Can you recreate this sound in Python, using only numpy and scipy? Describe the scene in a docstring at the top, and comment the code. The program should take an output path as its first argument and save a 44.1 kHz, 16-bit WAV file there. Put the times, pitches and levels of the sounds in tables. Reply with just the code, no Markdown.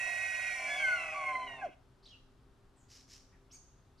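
"""A bull elk bugles close by in open country: a high whistle holds, slides down in steps and ends in a
short whoop, over a hoarse low roar of the vocal folds that rings the resonances of his long throat.
The hillside returns a faint tail. Then small birds chirp and two dry hisses sound.
A quiet rumble and a far hum lie under it all."""
import sys
import numpy as np
from scipy import signal
from scipy.fft import rfft, irfft
from scipy.io import wavfile

SR = 44100
rng = np.random.default_rng(int(sys.argv[2]) if len(sys.argv) > 2 else 0)


def store_pcm(level_fs):
    """Save levels as 16-bit WAV."""
    pcm = np.round(np.clip(level_fs, -1, 1) * 32767).astype(np.int16)
    wavfile.write(sys.argv[1], SR, np.atleast_2d(pcm).T)


N = 176400
T = np.arange(N) / SR


def amp(db):
    """Decibels to gain."""
    return 10 ** (np.asarray(db) / 20)


def unit_rms(x):
    """Scales to rms 1."""
    return x / np.sqrt(np.mean(abs(x) ** 2) + 1e-20)


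def curves(table):
    """Each value column of a time table, per sample."""
    times_s, *columns = np.transpose(table)
    return [np.interp(T, times_s, column) for column in columns]


def at_hz(table, hz):
    """Interpolates a table over log frequency."""
    table_hz, values = np.transpose(table)
    return np.interp(np.log(hz + 1), np.log(table_hz), values)


def colour(x, spectrum):
    """Filters x by a dB spectrum, to rms 1."""
    gain = amp(at_hz(spectrum, np.fft.rfftfreq(N, 1 / SR)))
    return unit_rms(irfft(rfft(x) * gain, N))


def drift(rate_hz):
    """Complex low-pass noise at rms 1."""
    white = rng.standard_normal(N) + 1j * rng.standard_normal(N)
    rolloff = (1 + (np.fft.fftfreq(N, 1 / SR) / rate_hz) ** 2) ** 1.346
    return unit_rms(np.fft.ifft(white / rolloff))


def phase_of(hz):
    """Running phase of a pitch curve."""
    return 2 * np.pi * np.cumsum(hz) / SR


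def noise_tone(phase, width_hz):
    """Narrow noise band around a running phase."""
    return unit_rms((drift(width_hz) * np.exp(1j * phase)).real)


def hoarse_tone(phase, noise_share, width_hz):
    """Part sine, part noise band, at constant power."""
    clear = np.sqrt(2 * (1 - noise_share ** 2)) * np.cos(phase)
    return clear + noise_share * noise_tone(phase, width_hz)


# Each row: frequency in Hz, relative density in dB.
RUMBLE_SPECTRUM = [(12, -23.5), (20, 3), (86, -3.5), (124, -11), (227, -11), (261, -15.5), (364, -13.5),
                   (395, -16), (466, -19), (582, -19.5), (1260, -20.5), (2130, -31), (3600, -31.5),
                   (12100, -44.5), (14700, -57.5)]
# Each row: frequency in Hz, left-right correlation 0-1.
RUMBLE_CORRELATION = [(100, 0.92), (400, 0.73), (1500, 0.63), (5000, 0.64), (12000, 0.45)]
# Each row: frequency in Hz, width in Hz, level in dB.
HUM_TONES = [(108.6, 9.6, -75), (128.4, 6.7, -75), (262.5, 3.6, -77.5), (394, 5.5, -77.5)]


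def rumble_and_hum(rumble_db=-64.5, left_bias_db=1.5):
    """Low outdoor rumble with a far wavering hum."""
    shared, own = (rfft(colour(rng.standard_normal(N), RUMBLE_SPECTRUM)) for _ in range(2))
    correlation = at_hz(RUMBLE_CORRELATION, np.fft.rfftfreq(N, 1 / SR))
    right = correlation * shared + np.sqrt(1 - correlation ** 2) * own
    rumble = amp(rumble_db) * irfft(np.array([shared, right]), N)
    hum = sum(amp(db) * noise_tone(2 * np.pi * hz * T, width_hz) for hz, width_hz, db in HUM_TONES)
    return (rumble + hum) * amp([[left_bias_db / 2], [-left_bias_db / 2]])


# Each row: frequency in Hz, T60 in seconds.
HILLSIDE_T60 = [(300, 0.31), (2500, 0.38), (6500, 0.68), (12000, 0.4)]


def hillside(x, density=.05, rise_s=.011):
    """Scattered echoes from brush and slope, different in each channel."""
    taps = rng.standard_normal((2, SR)) * (rng.random((2, SR)) < density)
    taps *= np.minimum(T[:SR] / rise_s, 1)
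    hz, t, bands = signal.stft(taps, SR, nperseg=256)
    decay = amp(-60 * t / at_hz(HILLSIDE_T60, hz)[:, None])
    tail = signal.istft(bands * decay, SR, nperseg=256)[1]
    return signal.fftconvolve(x[None], tail / np.linalg.norm(tail[0]), axes=1)[:, :N]


# Each row: start in seconds, length in seconds, level in dB.
HISS_BURSTS = [(2.878, 0.15, -59.5), (3.075, 0.12, -57.5)]
# Each row: frequency in Hz, relative density in dB.
HISS_SPECTRUM = [(710, -54), (1200, -19), (1710, -9.5), (3180, -6.5), (3460, -9.5), (5440, 1.5),
                 (7140, -6.5), (8540, -15), (13500, -25), (14700, -34)]


def hisses(rise_s=.042, fall_s=.046, grain_db=3, grain_hz=270, echo_db=-8.5):
    """Two grainy bursts of hiss with their echo."""
    envelope = np.zeros(N)
    for start_s, length_s, db in HISS_BURSTS:
        rise = np.clip((T - start_s) / rise_s, 0, 1)
        fall = np.exp(-np.maximum(T - start_s - length_s + fall_s, 0) / fall_s)
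        envelope += amp(db) * rise * fall
    grains = rng.standard_normal(N) * amp(grain_db * drift(grain_hz).real)
    out = envelope * colour(grains, HISS_SPECTRUM)
    return out + amp(echo_db) * hillside(out)


# Each row: start and length in seconds, first, middle and last pitch in Hz, level in dB, rasp 0-1.
BIRD_NOTES = [(2.026, 0.036, 4360, 4530, 5880, -67.5, 0.9), (2.055, 0.026, 2890, 4220, 3120, -58, 0.6),
              (2.068, 0.037, 3475, 3204, 3040, -67.5, 0.47), (2.081, 0.035, 6830, 5180, 6300, -69.5, 0.97),
              (2.103, 0.025, 3000, 3280, 2750, -59, 0.2), (2.118, 0.037, 2900, 2830, 2570, -60, 0.07),
              (2.76, 0.092, 8380, 7270, 6600, -74, 1), (3.318, 0.049, 1750, 1914, 1593, -73, 0.7),
              (3.501, 0.028, 2940, 3460, 5550, -71, 1), (3.511, .062, 5020, 6590, 5520, -57.5, 0.48),
              (3.517, 0.052, 7400, 8500, 8700, -69, 0.7), (3.515, 0.07, 4670, 4590, 4860, -70, 0.6),
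              (3.524, 0.042, 2164, 2250, 2620, -72, 0.6), (3.976, 0.074, 4380, 4940, 4570, -68, 0.8)]


def birds(octave_db=-22, echo_db=-3):
    """Short glides, some raspy, with their echo."""
    out = np.zeros(N)
    waver = 1 + .02 * drift(rate_hz=356).real
    noise = drift(rate_hz=800)
    for start_s, length_s, *pitches_hz, db, rasp in BIRD_NOTES:
        span = (T > start_s) & (T < start_s + length_s)
        progress = (T[span] - start_s) / length_s
        glide_hz = np.polyval(np.polyfit([0, .5, 1], pitches_hz, 2), progress)
        carrier = np.exp(1j * phase_of(glide_hz * waver[span]))
        tone = (np.sqrt(1 - rasp ** 2) + rasp * noise[span]) * carrier
        octave = amp(octave_db) * noise[span] * carrier ** 2
        out[span] += amp(db) * np.sqrt(2 * np.sin(np.pi * progress)) * (tone + octave).real
    return out + amp(echo_db) * hillside(out)


def resonate(x, modes, stretch):
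    """Parallel steep resonances, all tuned by one stretch factor."""
    out, phase_per_hz = 0, phase_of(stretch)
    for hz, width_hz, db in modes:
        carrier = np.exp(1j * hz * phase_per_hz)
        pole = np.exp(-np.pi * width_hz / SR)
        baseband = signal.lfilter([(1 - pole) ** 2], [1, -2 * pole, pole * pole], x * carrier.conj())
        out = out + amp(db) * (carrier * baseband).real
    return unit_rms(out)


# Throat resonances in four bands. Each row: frequency in Hz, width in Hz, relative gain in dB.
THROAT_BASS = [(627.6, 77.5, 7.5), (692.7, 21, 13.5), (739, 60, 11.5), (1032, 58, 5.5), (1129, 26, 4)]
THROAT_MIDDLE = [(1487, 85, -3), (1663, 41, -11), (2007, 50, -4.5), (2127.5, 83, 4), (2293, 170, -2)]
THROAT_UPPER = [(2543, 130, 1), (2650, 59, -1), (2878, 90, -5.5), (3237, 170, -11.5)]
THROAT_TREBLE = [(3666, 120, -1.5), (4227, 110, 1.5), (4720, 190, -6), (5270, 94, -1.5), (5755, 260, 1.5),
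                 (6310, 600, -1.5), (6950, 300, -2), (7684, 250, 0.5), (8285, 350, 1), (9060, 260, -5),
                 (9574, 390, -7.5), (10150, 1700, -14), (11800, 1000, -23)]
# Each row: time in seconds, then bass, middle, upper and treble level in dB.
THROAT_LEVELS = [(0, -45, -43.5, -48.5, -50), (.5, -53, -40.5, -47.5, -51), (.62, -46, -47, -49.5, -52),
                 (.8, -46.5, -45.5, -52, -51), (1.08, -47.5, -49.5, -54, -59), (1.27, -48.5, -49, -56, -62),
                 (1.6, -58, -64, -76.5, -73.5), (1.655, -52.5, -57.5, -58, -70),
                 (1.695, -60.5, -64, -67, -87), (1.735, -77, -65, -62, -86), (1.78, -100, -100, -100, -110)]
# Antiresonances of mouth and nose. Each row: frequency in Hz, width in Hz.
MOUTH_NOTCHES = [(885, 120), (1780, 67), (3600, 160), (4080, 110), (7950, 1000)]


def throat(drive, treble_drive, pitch_ratio, voiced, surge_db=1.5):
    """The long throat rings in four bands; mouth and nose cut notches."""
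    bass, middle, upper, treble = amp(curves(THROAT_LEVELS))
    wander = 1 + .008 * drift(rate_hz=5).real
    follow = pitch_ratio ** .036  # bass resonances rise slightly with the roar's pitch
    out = bass * resonate(drive, THROAT_BASS, wander * follow)
    out += middle * resonate(drive, THROAT_MIDDLE, wander)
    out += upper * resonate(drive, THROAT_UPPER, wander)
    out *= amp(surge_db * voiced * drift(rate_hz=7).real)
    out += treble * resonate(treble_drive, THROAT_TREBLE, np.ones(N))
    for hz, width_hz in MOUTH_NOTCHES:
        out = signal.lfilter(*signal.iirnotch(hz, hz / width_hz, SR), out)
    return out


# Each row: time in seconds, pitch in Hz, roughness 0-1.
ROAR_CONTOUR = [(0, 124.1, 0.8), (.5, 125.6, 0.78), (.68, 131.7, 0.44), (.77, 150.9, 0.35),
                (.94, 162.4, 0.35), (1.3, 149.5, 0.36), (1.385, 134.6, 0.4), (1.6, 132, 0.35),
                (1.7, 124.7, 0.77)]
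# Each row: frequency in Hz, relative gain in dB.
CHEST_RESPONSE = [(60, -44), (140, -7.5), (270, -4), (400, -4), (550, -5.5), (900, -26.5), (2000, -54)]
# Low partials of the roar. Each row: time in seconds, level in dB.
CHEST_ENVELOPE = [(0, -94), (.55, -68.5), (.75, -66.5), (1, -66), (1.2, -68), (1.35, -63.5), (1.62, -63.5),
                  (1.69, -54), (1.76, -86)]


def roar(whistle_phase, whistle_overtones, jitter=.05244, sideband_gain=.8, overtone_gain=.65):
    """Uneven vocal fold pulses, the whistle they chop into sidebands, and air puffs ring the throat."""
    hz, rough = curves(ROAR_CONTOUR)
    phase = phase_of(hz * (1 + jitter * rough * drift(rate_hz=60).real))
    folds = unit_rms(sum(np.cos(k * phase) for k in range(1, 28)))
    chopper = sum(np.cos(k * phase) / np.sqrt(k) for k in range(1, 9))
    sidebands = unit_rms(chopper * (np.cos(whistle_phase) + np.cos(2 * whistle_phase)))
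    cycle = phase / (2 * np.pi) % 1
    puffs = unit_rms((1 + .2 * np.exp(-cycle / .53)) * rng.standard_normal(N))
    voiced, breathy = np.array([1 - rough, rough]) / np.hypot(rough, 1 - rough)
    drive = voiced * unit_rms(folds + sideband_gain * sidebands) + breathy * puffs
    treble_drive = puffs + overtone_gain * whistle_overtones
    chest = amp(curves(CHEST_ENVELOPE)[0]) * colour(voiced * folds + breathy * puffs, CHEST_RESPONSE)
    return throat(drive, treble_drive, hz / hz[0], voiced) + chest


# Each row: time in seconds, pitch in Hz, level in dB, noise share 0-1.
HIGH_WHISTLE_CONTOUR = [(0, 2605, -41, .95), (.5, 2461, -43, .8), (.52, 2343, -48.5, .6),
                        (.69, 2309, -37.5, .3), (.74, 2233, -42, .4), (.82, 2262, -35.5, .4),
                        (.85, 2127, -31, 0.4), (.95, 2102, -38, 0.6), (1, 2008, -49.5, .5),
                        (1.1, 1958, -49, .4), (1.2, 1872, -100, .5)]


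def high_whistle(width_hz=70, octave_db=-31.5):
    """A hoarser whistle above the main one, with a weak octave."""
    hz, db, noise_share = curves(HIGH_WHISTLE_CONTOUR)
    phase = phase_of(hz)
    tone = hoarse_tone(phase, noise_share, width_hz)
    octave = amp(octave_db) * hoarse_tone(2 * phase, noise_share, width_hz)
    return amp(db) * (tone + octave)


# Each entry: time in seconds of a jump to a lower register.
REGISTER_BREAKS_S = [.662, .758, .925, 1.135, 1.463]


def break_ringing(hz, phase, levels_db, t60_s=.2, rise_s=.0075):
    """At each register break the old pitch dies away under the new one."""
    out = np.zeros(N)
    for start_s in REGISTER_BREAKS_S:
        i = round(start_s * SR)
        t = T[:N - i]
        envelope = amp(-60 * t / t60_s) * np.minimum(t / rise_s, 1)
        held_phase = phase[i] + 2 * np.pi * hz[i] * t
        out[i:] += envelope * sum(amp(db[i]) * np.cos(k * held_phase) for k, db in enumerate(levels_db, 1))
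    return out


# Each row: time in seconds, pitch in Hz, levels of partials 1, 2 and 3 in dB.
WHISTLE_CONTOUR = [(0, 1904, -38.5, -61, -66), (.545, 1903, -41, -61.5, -58), (.59, 1860, -49.5, -82, -53),
                   (.662, 1815, -56.5, -74, -68), (.672, 1689, -54, -71, -61),
                   (.71, 1703, -41, -49.5, -59.5), (.758, 1700, -44.5, -43.5, -66),
                   (.772, 1659, -57.5, -54.5, -56), (.81, 1605, -42.5, -47, -68),
                   (.855, 1549, -33, -50.5, -65), (.925, 1462, -31.5, -61, -61),
                   (.965, 1428, -37, -47.5, -59), (.995, 1357, -51, -43, -64),
                   (1.135, 1247, -59.5, -45, -82), (1.148, 1137, -42.5, -47, -69),
                   (1.175, 1149, -39.5, -44, -65), (1.235, 1083, -40, -46.5, -65),
                   (1.255, 1080, -43, -36.5, -70), (1.278, 1071, -42, -35.5, -66.5),
                   (1.335, 1039, -37.5, -54, -62), (1.358, 1031, -39, -33, -57),
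                   (1.39, 1029, -39.5, -62, -75), (1.435, 1016, -39.5, -48, -54.5),
                   (1.463, 1013, -46, -56, -57), (1.476, 961, -62, -53, -49.5),
                   (1.552, 938, -58, -48.5, -55), (1.6, 880, -63, -79, -52.5),
                   (1.617, 820, -63, -51.5, -51), (1.628, 793.5, -43.5, -42.5, -65),
                   (1.648, 727, -34, -54.5, -77), (1.668, 598, -41, -69, -63),
                   (1.705, 430.4, -100, -110, -110)]
# Each entry: noise share 0-1, for partials 1, 2 and 3.
PARTIAL_NOISE_SHARES = [.07, .25, .5]
# Each row: time in seconds, level in dB.
FOURTH_PARTIAL_ENVELOPE = [(0, -77), (.6, -89), (.75, -66), (1.25, -73.5), (1.36, -65.5), (1.62, -70.5),
                           (1.69, -110)]


def whistle(jitter=.0046, waver=.013):
    """Partials, each hoarser than the last; also returns phase and overtones to drive the throat."""
    hz, *levels_db = curves(WHISTLE_CONTOUR)
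    fallen = 1 - hz / hz.max()
    wobble = 1 + jitter * drift(rate_hz=67.7).real + waver * fallen * drift(rate_hz=24).real
    phase = phase_of(hz * wobble)
    tone = break_ringing(hz, phase, levels_db)
    for k, (db, noise_share) in enumerate(zip(levels_db, PARTIAL_NOISE_SHARES), 1):
        tone += amp(db) * hoarse_tone(k * phase, noise_share, width_hz=45 * k)
    fourth = hoarse_tone(4 * phase, noise_share=.88, width_hz=110)
    tone += amp(curves(FOURTH_PARTIAL_ENVELOPE)[0]) * fourth
    overtones = unit_rms(sum(noise_tone(k * phase, width_hz=220) for k in range(4, 11)))
    return tone, phase, overtones * (.3 + fallen)


# Each row: frequency in Hz, left minus right level in dB.
ELK_LEFT_BIAS = [(700, -.5), (1050, 0), (1460, 2.5), (1900, -6.5), (2150, -3), (2600, -1), (4200, 3),
                 (5700, 1), (7000, -8.5), (9000, -5.5), (14000, -5.5)]
# Each row: frequency in Hz, left phase lead in radians.
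ELK_LEFT_LEAD = [(1000, 0), (1460, -1.23), (1900, -0.75), (2550, 0.74), (4200, 0.346), (5700, -1.23),
                 (7000, -1.25), (9000, -0.97)]


def elk(echo_db=-12.5):
    """The bugle: both whistles and the roar, placed in stereo, with a faint hillside tail."""
    tone, phase, overtones = whistle()
    call = tone + high_whistle() + roar(phase, overtones)
    hz = np.fft.rfftfreq(2 * N, 1 / SR)
    left = amp(at_hz(ELK_LEFT_BIAS, hz) / 2) * np.exp(.5j * at_hz(ELK_LEFT_LEAD, hz))
    direct = irfft(rfft(call, 2 * N) * np.array([left, 1 / left]))[:, :N]
    return direct + amp(echo_db) * hillside(call)


def scene():
    """Stereo sum of all sources."""
    return elk() + birds() + hisses() + rumble_and_hum()


def record(dry):
    """Low-pass at 14.8 kHz."""
    lowpass = signal.firwin(511, 14800, window=("kaiser", 9), fs=SR)
    return signal.oaconvolve(dry, lowpass[None], "same")


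dry = scene()
out = record(dry)
store_pcm(out)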